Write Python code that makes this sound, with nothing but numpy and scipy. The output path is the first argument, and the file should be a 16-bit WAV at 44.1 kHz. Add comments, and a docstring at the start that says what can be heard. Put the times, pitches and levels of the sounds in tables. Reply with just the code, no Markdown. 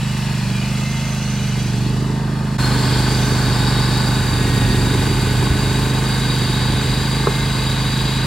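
"""A V-twin garden tractor drives a front snowblower along a snowy driveway, a few metres from a stereo microphone.
Uneven firings drone and bark in the muffler, the governor hunts and the crank shakes the frame.
The impeller hums, noise through steel resonances makes the clatter and rattle, and snow hisses from the chute.
First the tractor is heard from the side, until a man steps in front and shades the treble;
then the place jumps: closer, from behind, the blower digging into snow as the tractor slowly turns away."""
import sys
import numpy as np
from scipy import signal
from scipy.fft import rfft, irfft, next_fast_len
from scipy.io import wavfile
from scipy.ndimage import uniform_filter1d, map_coordinates

SR = 44100
rng = np.random.default_rng(int(sys.argv[2]) if len(sys.argv) > 2 else 0)


def int16_out(signal):
    """Quantize to a 16-bit WAV file."""
    q = np.round(np.clip(np.atleast_2d(signal).T, -1, 1) * 32767)
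    wavfile.write(sys.argv[1], SR, q.astype(np.int16))


N = 364266

# engine speed, one list from the side and one from behind: t/s, four-stroke cycle rate f/Hz
ENGINE_SPEED = [
    [(0.0, 25.47), (0.13, 25.11), (0.52, 24.29), (0.88, 25.9), (1.05, 26.06), (1.77, 24.23), (2.09, 25.85),
     (2.58, 25.9)],
    [(2.58, 25.1), (3.35, 25.11), (3.59, 24.43), (4.16, 25.08), (4.38, 24.22), (4.81, 23.88), (5.09, 25.47),
     (5.34, 24.55), (6.01, 25.86), (6.56, 24.82), (7.25, 26.23), (7.88, 25.76), (8.26, 25.99)],
]
# snow in the auger: t/s, load level/dB
SNOW_LOAD = [(0, -6.5), (.75, -5), (1.3, -6), (1.9, 3), (2.5, -1), (2.7, 1.5), (4.1, 1), (4.8, 5),
             (5.55, 2), (6.2, 0), (6.85, 0.5), (7.3, -2), (8.26, -2.5)]
# muffler drone from the side and from behind: f/cycle rate, relative level/dB
DRONE_SIDE = [(3, -12), (5, 3), (6, -0.5), (7, -12.5), (8, -1), (9, -9), (10, -27.5)]
DRONE_REAR = [(1, -41), (3, -10), (5, 3.5), (6, -3), (7, -19), (8, -4.5), (9, -11), (10, -17.5)]
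# tailpipe's bark: f/cycle rate, relative level/dB
TAILPIPE_ORDERS = [(9, -8.5), (10, -25), (11, 5), (12, -0.5), (13, -2), (14, -2.5), (15, -6.5), (16, -13.5),
                   (17, -8), (18, -10), (19, -11)]

# noise spectra of gas puff, auger, engine clatter, knock, blower rattle, housing and snow spray:
# f/Hz, relative level per Hz/dB
GAS_SPECTRUM = [(150, -9), (230, -3), (280, 2), (340, -0.5), (430, 0.5), (520, -11.5), (650, -11),
                (900, -8.5)]
RUMBLE_SPECTRUM = [(25, -38), (45, -4), (70, -12), (95, -6.5), (125, -6.5), (170, -10.5), (240, -13.5),
                   (400, -20)]
CLATTER_SPECTRUM = [(300, -16), (550, 0.5), (800, -3.5), (1050, -2.5), (1350, -4), (1650, -4), (1900, -6.5),
                    (2500, -24)]
KNOCK_SPECTRUM = [(450, -10), (700, -18), (900, 3.5), (1200, -5), (1400, -17), (1700, -10), (2400, -13)]
RATTLE_SPECTRUM = [(1300, -15.5), (1900, -1), (2500, 1.5), (3000, 1), (3400, -18.5), (4300, -15)]
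HOUSING_SPECTRUM = [(2700, -8.5), (3500, 1.5), (4200, 0.5), (4850, 3), (5100, -15), (5700, -15.5),
                    (7000, -28)]
HISS_SPECTRUM = [(3500, 4.5), (5200, 3), (5700, -1), (7000, 3), (8600, 3), (9300, 0), (11500, -0.5),
                 (12800, -14.5), (15800, -5.5)]
# sheet-steel resonances facing each place: f/Hz, width/Hz, lift/dB
STEEL_SIDE = [(900, 33, 5), (1210, 89, 5), (1490, 130, 1.5), (2104, 28, 8.5), (2430, 130, 5.5),
              (2655, 72, 7.5), (2942, 110, 6.5), (3310, 27, 12.5), (3940, 59, 8), (4300, 55, 8.5),
              (5110, 160, 7), (5630, 730, 7), (6660, 120, 7.5), (7580, 260, 7)]
STEEL_REAR = [(742, 21, 4.5), (857, 130, 6.8), (1087, 220, 5.7), (1203, 79, 4.1), (1503, 137, 7.9),
              (1674, 156, 5.3), (2143, 49, 6.4), (2500, 41, 4.2), (3260, 66, 6.3), (4000, 200, 1.6),
              (7080, 65, 3.6), (7500, 120, 7.5), (7630, 84, 3.1), (8750, 160, 2.3)]

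# gear tones against the contact noise, before GEAR_DB: f/cycle rate, level/dB
GEAR_TONES = [(33, -31), (34, -31), (35, -26.5), (37, -31), (40, -27.5), (41, -27.5), (54, -30), (60, -31),
              (62.1, -31), (67, -33), (70, -27.5), (80.25, -28), (96.6, -27)]
# swelling gear tones, before flutter: t/s, half length/s, f/cycle rate, peak level/dB
GEAR_WHINES = [(.3, .1, 67, -42), (.58, .11, 98, -38.5), (.6, .4, 100.8, -42), (.92, .18, 80.6, -36.5),
               (2.4, .2, 47.4, -42), (4.6, .28, 77.6, -36), (7.4, .35, 80.1, -37.5)]
# impeller with three blades and a 25-tooth worm gear: f/turning rate, relative level/dB, dB per dB of load
IMPELLER_TONES = [(6, 0, 2.0), (9, -2, 0), (12, -8, .3), (15, -9, 1.8), (25, -8.5, 1.9), (27, -8.5, .8),
                  (30, -12, .6), (33, -15, 1), (36, -16, .4)]
# thin steely ring: t/s, half length/s, peak level/dB
RING_SWELLS = [(1.254, 0.55, -41), (3.26, 0.19, -43)]
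# blower modes facing the microphone in turn: f/Hz, width/Hz, level/dB, from t/s, until t/s, half fade/s
BLOWER_MODES = [(3650, 140, -45, 2.3, 3.6, .15), (3774, 204, -35, 3.4, 9, 0.37),
                (4000, 100, -46, 3.6, 4.1, .15), (3965, 100, -44, 6.5, 9, .2),
                (4200, 160, -34, 1.9, 2.8, .15), (4370, 150, -39.5, 2.4, 4.1, 0.098),
                (4660, 164, -38, 2.8, 9, 0.11), (4784, 125, -43, 2.7, 9, 0.13),
                (5220, 320, -44.5, 2.4, 4.1, .15), (7620, 350, -49, 2.1, 4, .15)]
# swelling and easing of the blower's ring from behind: t/s, level change/dB
WHIRR_SWELL = [(2.6, 0), (2.95, 3), (3.3, 0.5), (3.85, 3), (4.2, 0), (5.8, -1), (6.45, 2), (7.25, 0.6),
               (8.26, 1.5)]
# lumps of packed snow hitting the blower: t/s, level/dB, pitch f/Hz, t60/s, crunch against knock level/dB
SNOW_LUMPS = [(5.488, -13.5, 70, 0.25, -35), (6.74, -18.5, 80, 0.18, -35), (6.84, -19, 92, 0.18, -35),
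              (7.2698, -6.5, 396, 0.06, -8)]
# struck housing modes: f/lump pitch, relative level/dB
LUMP_MODES = [(.42, -14), (.92, -6), (1, 0), (1.1, -4), (1.25, -9)]
# bounce off the ice as tractor and microphone move: t/s, detour/ms
ICE_BOUNCE = [(0, 1.03), (.4, 1.14), (.6, 1.3), (.74, 1.47), (1.15, 1.48), (1.38, 1.32), (1.6, 1.3),
              (2.03, 1.01), (2.25, 1.12), (2.58, 1.17)]
# difference between the microphones: f/Hz, side against mid level/dB
STEREO_WIDTH = [(60, -32), (110, -19.5), (220, -27), (380, -18.5), (700, -8), (1290, -10), (1600, -16),
                (1950, -8.5), (2450, -34), (3200, -6.5), (4400, -10), (5000, -2.5), (8500, -3),
                (15000, 1.5)]

# base level of each part: from the side/dB, from behind/dB, drift while the tractor turns away/(dB/s),
# dB per dB of snow load, change with the man fully in front/dB
DRONE_LEVEL = (-19.5, -17, -0.5, 0.06, 0.2)
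SHAKE_LEVEL = (-30, -27, 0.1, 0.46, -1)
KNOCK_LEVEL = (-50.5, -38, -0.9, -0.1, -16)
BARK_LEVEL = (-32, -27, -0.17, 0.54, 1.5)
RUMBLE_LEVEL = (-33, -33, 0.87, 0.9, -11)
CLATTER_LEVEL = (-37.5, -26.5, -0.88, -0.29, 3)
RATTLE_LEVEL = (-34.5, -34.5, 0.29, 0.21, -11)
HOUSING_LEVEL = (-35.5, -34.5, 1.24, 0.5, -8)
HISS_LEVEL = (-37, -34, -0.17, 0.22, -7.5)
# first cylinder's reference firing from the side and from behind: t/s, t/s
FIRST_FIRING_S = (.0324, 2.6065)

JUMP_S = 2.581  # from the place beside the tractor to the one behind it
SHADOW_S, SHADOW_WIDTH_S = 2.29, 0.52  # the man passes between blower and microphone
VEE_CYCLES = 270 / 720  # firing interval as a share of the four-stroke cycle
# the governor adds gas when the engine is below its set speed and while it picks up
SET_HZ, DROOP_DB_PER_HZ, PICKUP_DB_PER_HZ_S = 24.85, 0.44, 0.11
MUFFLER_ORDER, MUFFLER_Q, SECOND_DB = 4.4, 6, -8  # order in multiples of the cycle rate
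# the more snow load, the more the tailpipe speaks over the gas
PIPE_DB, PIPE_DB_PER_LOAD, GAS_DB = -4, 0.4, -4.5
SHAKE_LAG_DEG = 33  # crank degrees
SHAKE_OVERTONE_SIDE_DB, SHAKE_OVERTONE_REAR_DB = -1, -5.5
KNOCK_PICKUP_DB, KNOCK_PICKUP_HZ_S = 3.5, 1  # limit of the knock's growth, and scale of speed gain
GEAR_DB = 1.5
BELT_RATIO, BELT_SLIP_PER_DB = .6222, .0005  # impeller turns per engine cycle, slip share per dB of load
IMPELLER_SIDE_DB, IMPELLER_REAR_DB, IMPELLER_SURGE_DB = -44.5, -35, 2
HOUSING_FADE_S, HOUSING_FADE_DB = (3, 3.94), -4.5  # the broad ring of the housing drops back
RING_HZ, RING_DB = 6145, -50
WHIRR_FOLLOW = 0.23  # share of the engine's speed changes that the blower modes follow
LUMP_ATTACK_CYCLES = 1.4
BOUNCE_DB = -13.5
PORT_DB, YARD_DB = -10.5, 0  # phase difference and echoes, before the stereo width curve
TOP_HZ = 15800


def undb(db):
    """Decibels to gain."""
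    return 10 ** (np.asarray(db) / 20)


def unit(x):
    """Scale to rms 1."""
    return x / np.sqrt(np.mean(x ** 2))


def clock():
    """Time of every sample in seconds."""
    return np.arange(N) / SR


def curves(table):
    """One value a sample for each column of a curve."""
    s, *columns = np.transpose(table)
    return [np.interp(clock(), s, column) for column in columns]


def ramp(span):
    """Rises from 0 to 1 over a span of seconds."""
    return np.interp(clock(), span, (0, 1))


def swell(s, length, db):
    """A gain that rises to its peak at s and dies away again."""
    return undb(db) * np.exp(-((clock() - s) / length) ** 2)


def walk(rate):
    """Smooth chance with a spread near 1, from random knots at a rate in Hz."""
    knots = rng.standard_normal(2048)
    return np.interp(clock() * rate, np.arange(len(knots)), knots) * 1.21


def shape(points, resonances=()):
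    """Gain at every frequency: a smooth spectrum, 30 dB an octave beyond its ends, lifted by resonances."""
    f = np.fft.rfftfreq(N, 1 / SR)
    hz, db = np.transpose(points)
    octaves_below = np.maximum(np.log2(hz[0] / (f + 1)), 0)
    octaves_above = np.log2(np.maximum(f / hz[-1], 1))
    db = np.interp(np.log(f + 1), np.log(hz), db) - 30 * octaves_below - 30 * octaves_above
    for centre, width, lift in resonances:
        db = db + lift / (1 + (2 * (f - centre) / width) ** 2)
    return undb(db)


def colour(x, points, resonances=()):
    """Filter to a spectrum, rms 1."""
    size = next_fast_len(N)
    gain = np.interp(np.fft.rfftfreq(size), np.fft.rfftfreq(N), shape(points, resonances))
    return unit(irfft(rfft(x, size) * gain, size)[:N])


def resonance(hz, width_hz):
    """A mode shaken by countless small contacts: narrow noise around a pitch that may glide."""
    push = rng.standard_normal(N) + 1j * rng.standard_normal(N)
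    slow = signal.sosfilt(signal.butter(1, width_hz / 2, fs=SR, output="sos"), push)
    slow = signal.sosfilt(signal.butter(2, width_hz * 0.34, fs=SR, output="sos"), slow)
    carrier = np.exp(2j * np.pi * np.cumsum(hz * np.ones(N)) / SR)
    return unit((slow * carrier).real)


def shadow():
    """How far the man blocks the line of sight, 0 to 1."""
    return np.exp(-((clock() - SHADOW_S) / SHADOW_WIDTH_S) ** 2)


def loudness(part, rear):
    """Level of a part in dB, from the microphone's place, the snow load and the man's shadow."""
    side_db, rear_db, turn_db_per_s, per_load, shadow_db = part
    beside_db = side_db + shadow_db * shadow()
    behind_db = rear_db + turn_db_per_s * (clock() - JUMP_S)
    return np.where(rear, behind_db, beside_db) + per_load * curves(SNOW_LOAD)[0]


def crank(speed, rear):
    """Engine cycles turned so far, slightly jittered; the first cylinder fires near each whole number."""
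    turns = np.cumsum(speed) / SR
    beside, behind = np.interp(FIRST_FIRING_S, clock(), turns) % 1
    return 2 + turns - np.where(rear, behind, beside) + 0.00068 * walk(25)


def pickup(speed):
    """How fast the engine gains speed, in Hz a second."""
    return np.gradient(uniform_filter1d(speed, size=SR // 4)) * SR


def throttle(speed):
    """The governor's push in dB: more gas when the engine lags or accelerates."""
    return DROOP_DB_PER_HZ * (SET_HZ - speed) + PICKUP_DB_PER_HZ_S * pickup(speed)


def firings(cycle, width, second_db, scatter_db, lead=0.):
    """A short push for each cylinder; the vee spaces them 270 and 450 crank degrees apart."""
    out = 0
    for offset, db in ((0, 0), (-VEE_CYCLES, second_db)):
        turn = cycle - offset + lead + .5
        scatter = undb(scatter_db * rng.standard_normal(1024))
        size = undb(db) * scatter[turn.astype(int)]
        out = out + size * np.exp(-.5 * ((turn % 1 - .5) / width) ** 2)
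    return out


def drone(cycle, orders, second_db, muffler_order, muffler_q, waver_db):
    """Multiples of the cycle at tabled levels, their phases set by the uneven firings and the muffler's resonance."""
    out = 0
    for k, db in orders:
        pair = 1 + undb(second_db) * np.exp(2j * np.pi * k * VEE_CYCLES)
        can = 1 / (1 + 1j * muffler_q * (k / muffler_order - muffler_order / k))
        phase = 2 * np.pi * k * cycle + np.angle(pair * can)
        out = out - undb(db + waver_db * walk(6)) * np.cos(phase)
    return unit(out)


def exhaust(cycle, speed, rear):
    """Low drone, and a sharper bark of tailpipe tones and gas puffs that grows with snow load."""
    beside = drone(cycle, DRONE_SIDE, SECOND_DB, MUFFLER_ORDER, MUFFLER_Q, waver_db=-0.65)
    behind = drone(cycle, DRONE_REAR, SECOND_DB, MUFFLER_ORDER, MUFFLER_Q, waver_db=0.14)
    low = undb(loudness(DRONE_LEVEL, rear)) * np.where(rear, behind, beside)
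    pipe = drone(cycle + .07, TAILPIPE_ORDERS, second_db=-5, muffler_order=13, muffler_q=7, waver_db=1.2)
    puffs = 1 + firings(cycle, width=.07, second_db=-7, scatter_db=1, lead=.05)
    gas = colour(rng.standard_normal(N) * puffs, GAS_SPECTRUM)
    pipe_db = PIPE_DB + PIPE_DB_PER_LOAD * curves(SNOW_LOAD)[0]
    bark = undb(loudness(BARK_LEVEL, rear)) * (undb(pipe_db) * pipe + undb(GAS_DB) * gas)
    return undb(throttle(speed)) * (low + bark)


def shake(cycle, rear):
    """The unbalanced crank shakes the tractor once a revolution, just after top dead centre, with an overtone."""
    angle = 4 * np.pi * cycle - np.radians(SHAKE_LAG_DEG)  # two revolutions a cycle
    overtone = undb(np.where(rear, SHAKE_OVERTONE_REAR_DB, SHAKE_OVERTONE_SIDE_DB))
    return undb(loudness(SHAKE_LEVEL, rear)) * unit(np.cos(angle) + overtone * np.cos(2 * angle))


def chatter(cycle, repeat):
    """Dense metal contacts, a share of which comes back alike on every engine cycle."""
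    pattern = rng.standard_normal(1760)
    locked = map_coordinates(pattern, [cycle % 1 * len(pattern)], order=3, mode="grid-wrap")
    share = np.clip(repeat, 0, 1)
    return np.sqrt(share) * locked + np.sqrt(1 - share) * rng.standard_normal(N)


def knock(cycle, speed, rear):
    """One cylinder raps hard once a cycle, the other faintly; both grow while the engine picks up."""
    strokes = firings(cycle, width=.04, second_db=-14, scatter_db=.7, lead=.16)
    pickup_db = KNOCK_PICKUP_DB * np.tanh(pickup(speed) / KNOCK_PICKUP_HZ_S)
    rap = colour(chatter(cycle, repeat=0.42) * strokes, KNOCK_SPECTRUM)
    return undb(loudness(KNOCK_LEVEL, rear) + pickup_db) * rap


def auger(rear):
    """Snow tumbles in the auger with a dull, randomly surging rumble of filtered noise."""
    surge_db = 1.2 * walk(7)
    return undb(loudness(RUMBLE_LEVEL, rear) + surge_db) * colour(rng.standard_normal(N), RUMBLE_SPECTRUM)


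def impeller(cycle, rear):
    """Blades and worm gear hum on their own pitch; packed snow swells them and slips the belt."""
    load = curves(SNOW_LOAD)[0]
    turning = np.gradient(cycle) * BELT_RATIO * (1 - BELT_SLIP_PER_DB * load)
    turns = np.cumsum(turning) + rng.random()
    hum = 0
    for k, db, per_load in IMPELLER_TONES:
        tone_db = db + per_load * load + IMPELLER_SURGE_DB * walk(3)
        hum = hum + undb(tone_db) * np.sin(2 * np.pi * k * turns + .5 * walk(2))
    return undb(np.where(rear, IMPELLER_REAR_DB, IMPELLER_SIDE_DB)) * np.sqrt(2) * hum


def blower_throb(cycle):
    """A regular throb of the blower, six and a half times an engine cycle."""
    return np.cos(2 * np.pi * 6.5 * cycle)


def gear_tones(cycle):
    """Wavering tones tied to the engine cycle, as the gears mesh."""
    out = 0
    for k, db in GEAR_TONES:
        gain = undb(GEAR_DB + db + 2.5 * walk(12))
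        out = out + gain * np.sin(2 * np.pi * k * cycle + .65 * walk(25))
    return out


def machinery(cycle, rear):
    """Valves, gears, impeller and flying snow excite the sheet steel of tractor and blower."""
    throb = blower_throb(cycle)
    gears = gear_tones(cycle)
    second_db = np.where(rear, -14, 3)
    valves = 1 + .42 * firings(cycle, width=.04, second_db=second_db, scatter_db=1, lead=.15)
    clatter = chatter(cycle, repeat=0.44) * valves + gears
    rattle = chatter(cycle, repeat=0.23) * (1 + 0.087 * throb) + gears
    housing = chatter(cycle, repeat=0.13) * (1 + 0.031 * throb)
    flicker_db = 0.74 * walk(200) + 0.31 * walk(13)
    hiss = rng.standard_normal(N) * (1 + 0.029 * throb) * undb(flicker_db)
    housing_db = loudness(HOUSING_LEVEL, rear) + rear * curves(WHIRR_SWELL)[0]
    housing_db = housing_db + HOUSING_FADE_DB * ramp(HOUSING_FADE_S)
    layers = [(clatter, CLATTER_SPECTRUM, loudness(CLATTER_LEVEL, rear)),
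              (rattle, RATTLE_SPECTRUM, loudness(RATTLE_LEVEL, rear)),
              (housing, HOUSING_SPECTRUM, housing_db),
              (hiss, HISS_SPECTRUM, loudness(HISS_LEVEL, rear))]
    out = 0
    for force, spectrum, db in layers:
        beside = colour(force, spectrum, STEEL_SIDE)
        behind = colour(force, spectrum, STEEL_REAR)
        out = out + undb(db) * np.where(rear, behind, beside)
    return out


def ground(x, rear):
    """Beside the tractor the bounce off the ice combs the sound; the comb sweeps as the path changes."""
    lag = curves(ICE_BOUNCE)[0] / 1000 * SR  # ms to samples
    echo = map_coordinates(x, [np.arange(N) - lag], order=3)
    return x + undb(BOUNCE_DB) * (1 - rear) * echo


def yard(x, t60=0.05):
    """Diffuse echoes from snowbanks and trees: decaying noise of unit energy."""
    t = np.arange(SR // 2) / SR
    response = rng.standard_normal(len(t)) * undb(-60 * t / t60)
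    return signal.fftconvolve(x, response / np.linalg.norm(response))[:N]


def whines(cycle):
    """Now and then one gear tone swells out of the clatter, its pitch tied to the engine."""
    backlash = .7 * walk(30)
    flutter_db = 2 * walk(20)
    out = 0
    for s, length, k, db in GEAR_WHINES:
        out = out + swell(s, length, db) * np.sin(2 * np.pi * k * cycle + backlash)
    return undb(flutter_db) * out


def steel_ring(rear):
    """A thin high mode, faintly there from behind, that swells now and then."""
    swells = sum(swell(s, length, db) for s, length, db in RING_SWELLS)
    steady = rear * undb(RING_DB)
    return (steady + swells) * resonance(RING_HZ, width_hz=210)


def whirr(cycle, speed, rear):
    """Heard from behind, the blower sings in throbbing modes that come and go."""
    stretch = (1 + WHIRR_FOLLOW * (speed / SET_HZ - 1)) * (1 + 0.003 * walk(8))
    out = 0
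    for hz, width_hz, db, start, end, fade in BLOWER_MODES:
        facing = ramp((start - fade, start + fade)) - ramp((end - fade, end + fade))
        out = out + undb(db) * facing * resonance(hz * stretch, width_hz)
    return rear * undb(curves(WHIRR_SWELL)[0]) * out * (1 + .3 * blower_throb(cycle))


def lumps():
    """Each lump gives a hollow knock, sharp at first and then sagging in pitch, and a brief crunch."""
    out, t = np.zeros(N), np.arange(SR // 3) / SR
    crunch_band = signal.butter(3, [750, 1450], "band", fs=SR, output="sos")
    sag = t + .0012 * (1 - np.exp(-t / .004))  # time runs fast at first
    for s, db, hz, t60, crunch_db in SNOW_LUMPS:
        modes = sum(undb(mode_db) * np.sin(2 * np.pi * hz * ratio * sag) for ratio, mode_db in LUMP_MODES)
        attack = 1 - np.exp(-(t * hz / LUMP_ATTACK_CYCLES) ** 2)
        hollow = modes * undb(-60 * t / t60) * attack
        crunch = unit(signal.sosfilt(crunch_band, rng.standard_normal(len(t)))) * np.exp(-t / 0.0065)
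        start = int(s * SR)
        hit = hollow / np.abs(hollow).max() + undb(crunch_db) * crunch
        out[start:start + len(t)] += undb(db) * hit
    return out


def scene():
    """The two microphones hear the tractor slightly out of phase, and the yard's echoes differently."""
    speed = curves(np.vstack(ENGINE_SPEED))[0]
    rear = (clock() > JUMP_S).astype(float)
    cycle = crank(speed, rear)
    engine = exhaust(cycle, speed, rear) + shake(cycle, rear) + knock(cycle, speed, rear) + whines(cycle)
    blower = auger(rear) + impeller(cycle, rear) + whirr(cycle, speed, rear) + steel_ring(rear) + lumps()
    mid = engine + ground(machinery(cycle, rear), rear) + blower
    quarter_turn = 1j * undb(PORT_DB) * rfft(mid)  # 90 degrees of phase
    echoes = undb(YARD_DB) * rfft(yard(mid))
    side = irfft((quarter_turn + echoes) * shape(STEREO_WIDTH), N)
    return np.array([mid + side, mid - side])


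def record(dry):
    """The level dips for an instant at the jump; the top is cut off steeply."""
    dip = np.clip(np.abs(clock() - JUMP_S + .003) / .012, .2, 1)
    return signal.sosfilt(signal.ellip(10, .1, 80, TOP_HZ, fs=SR, output="sos"), dry * dip)


dry = scene()
out = record(dry)
int16_out(out)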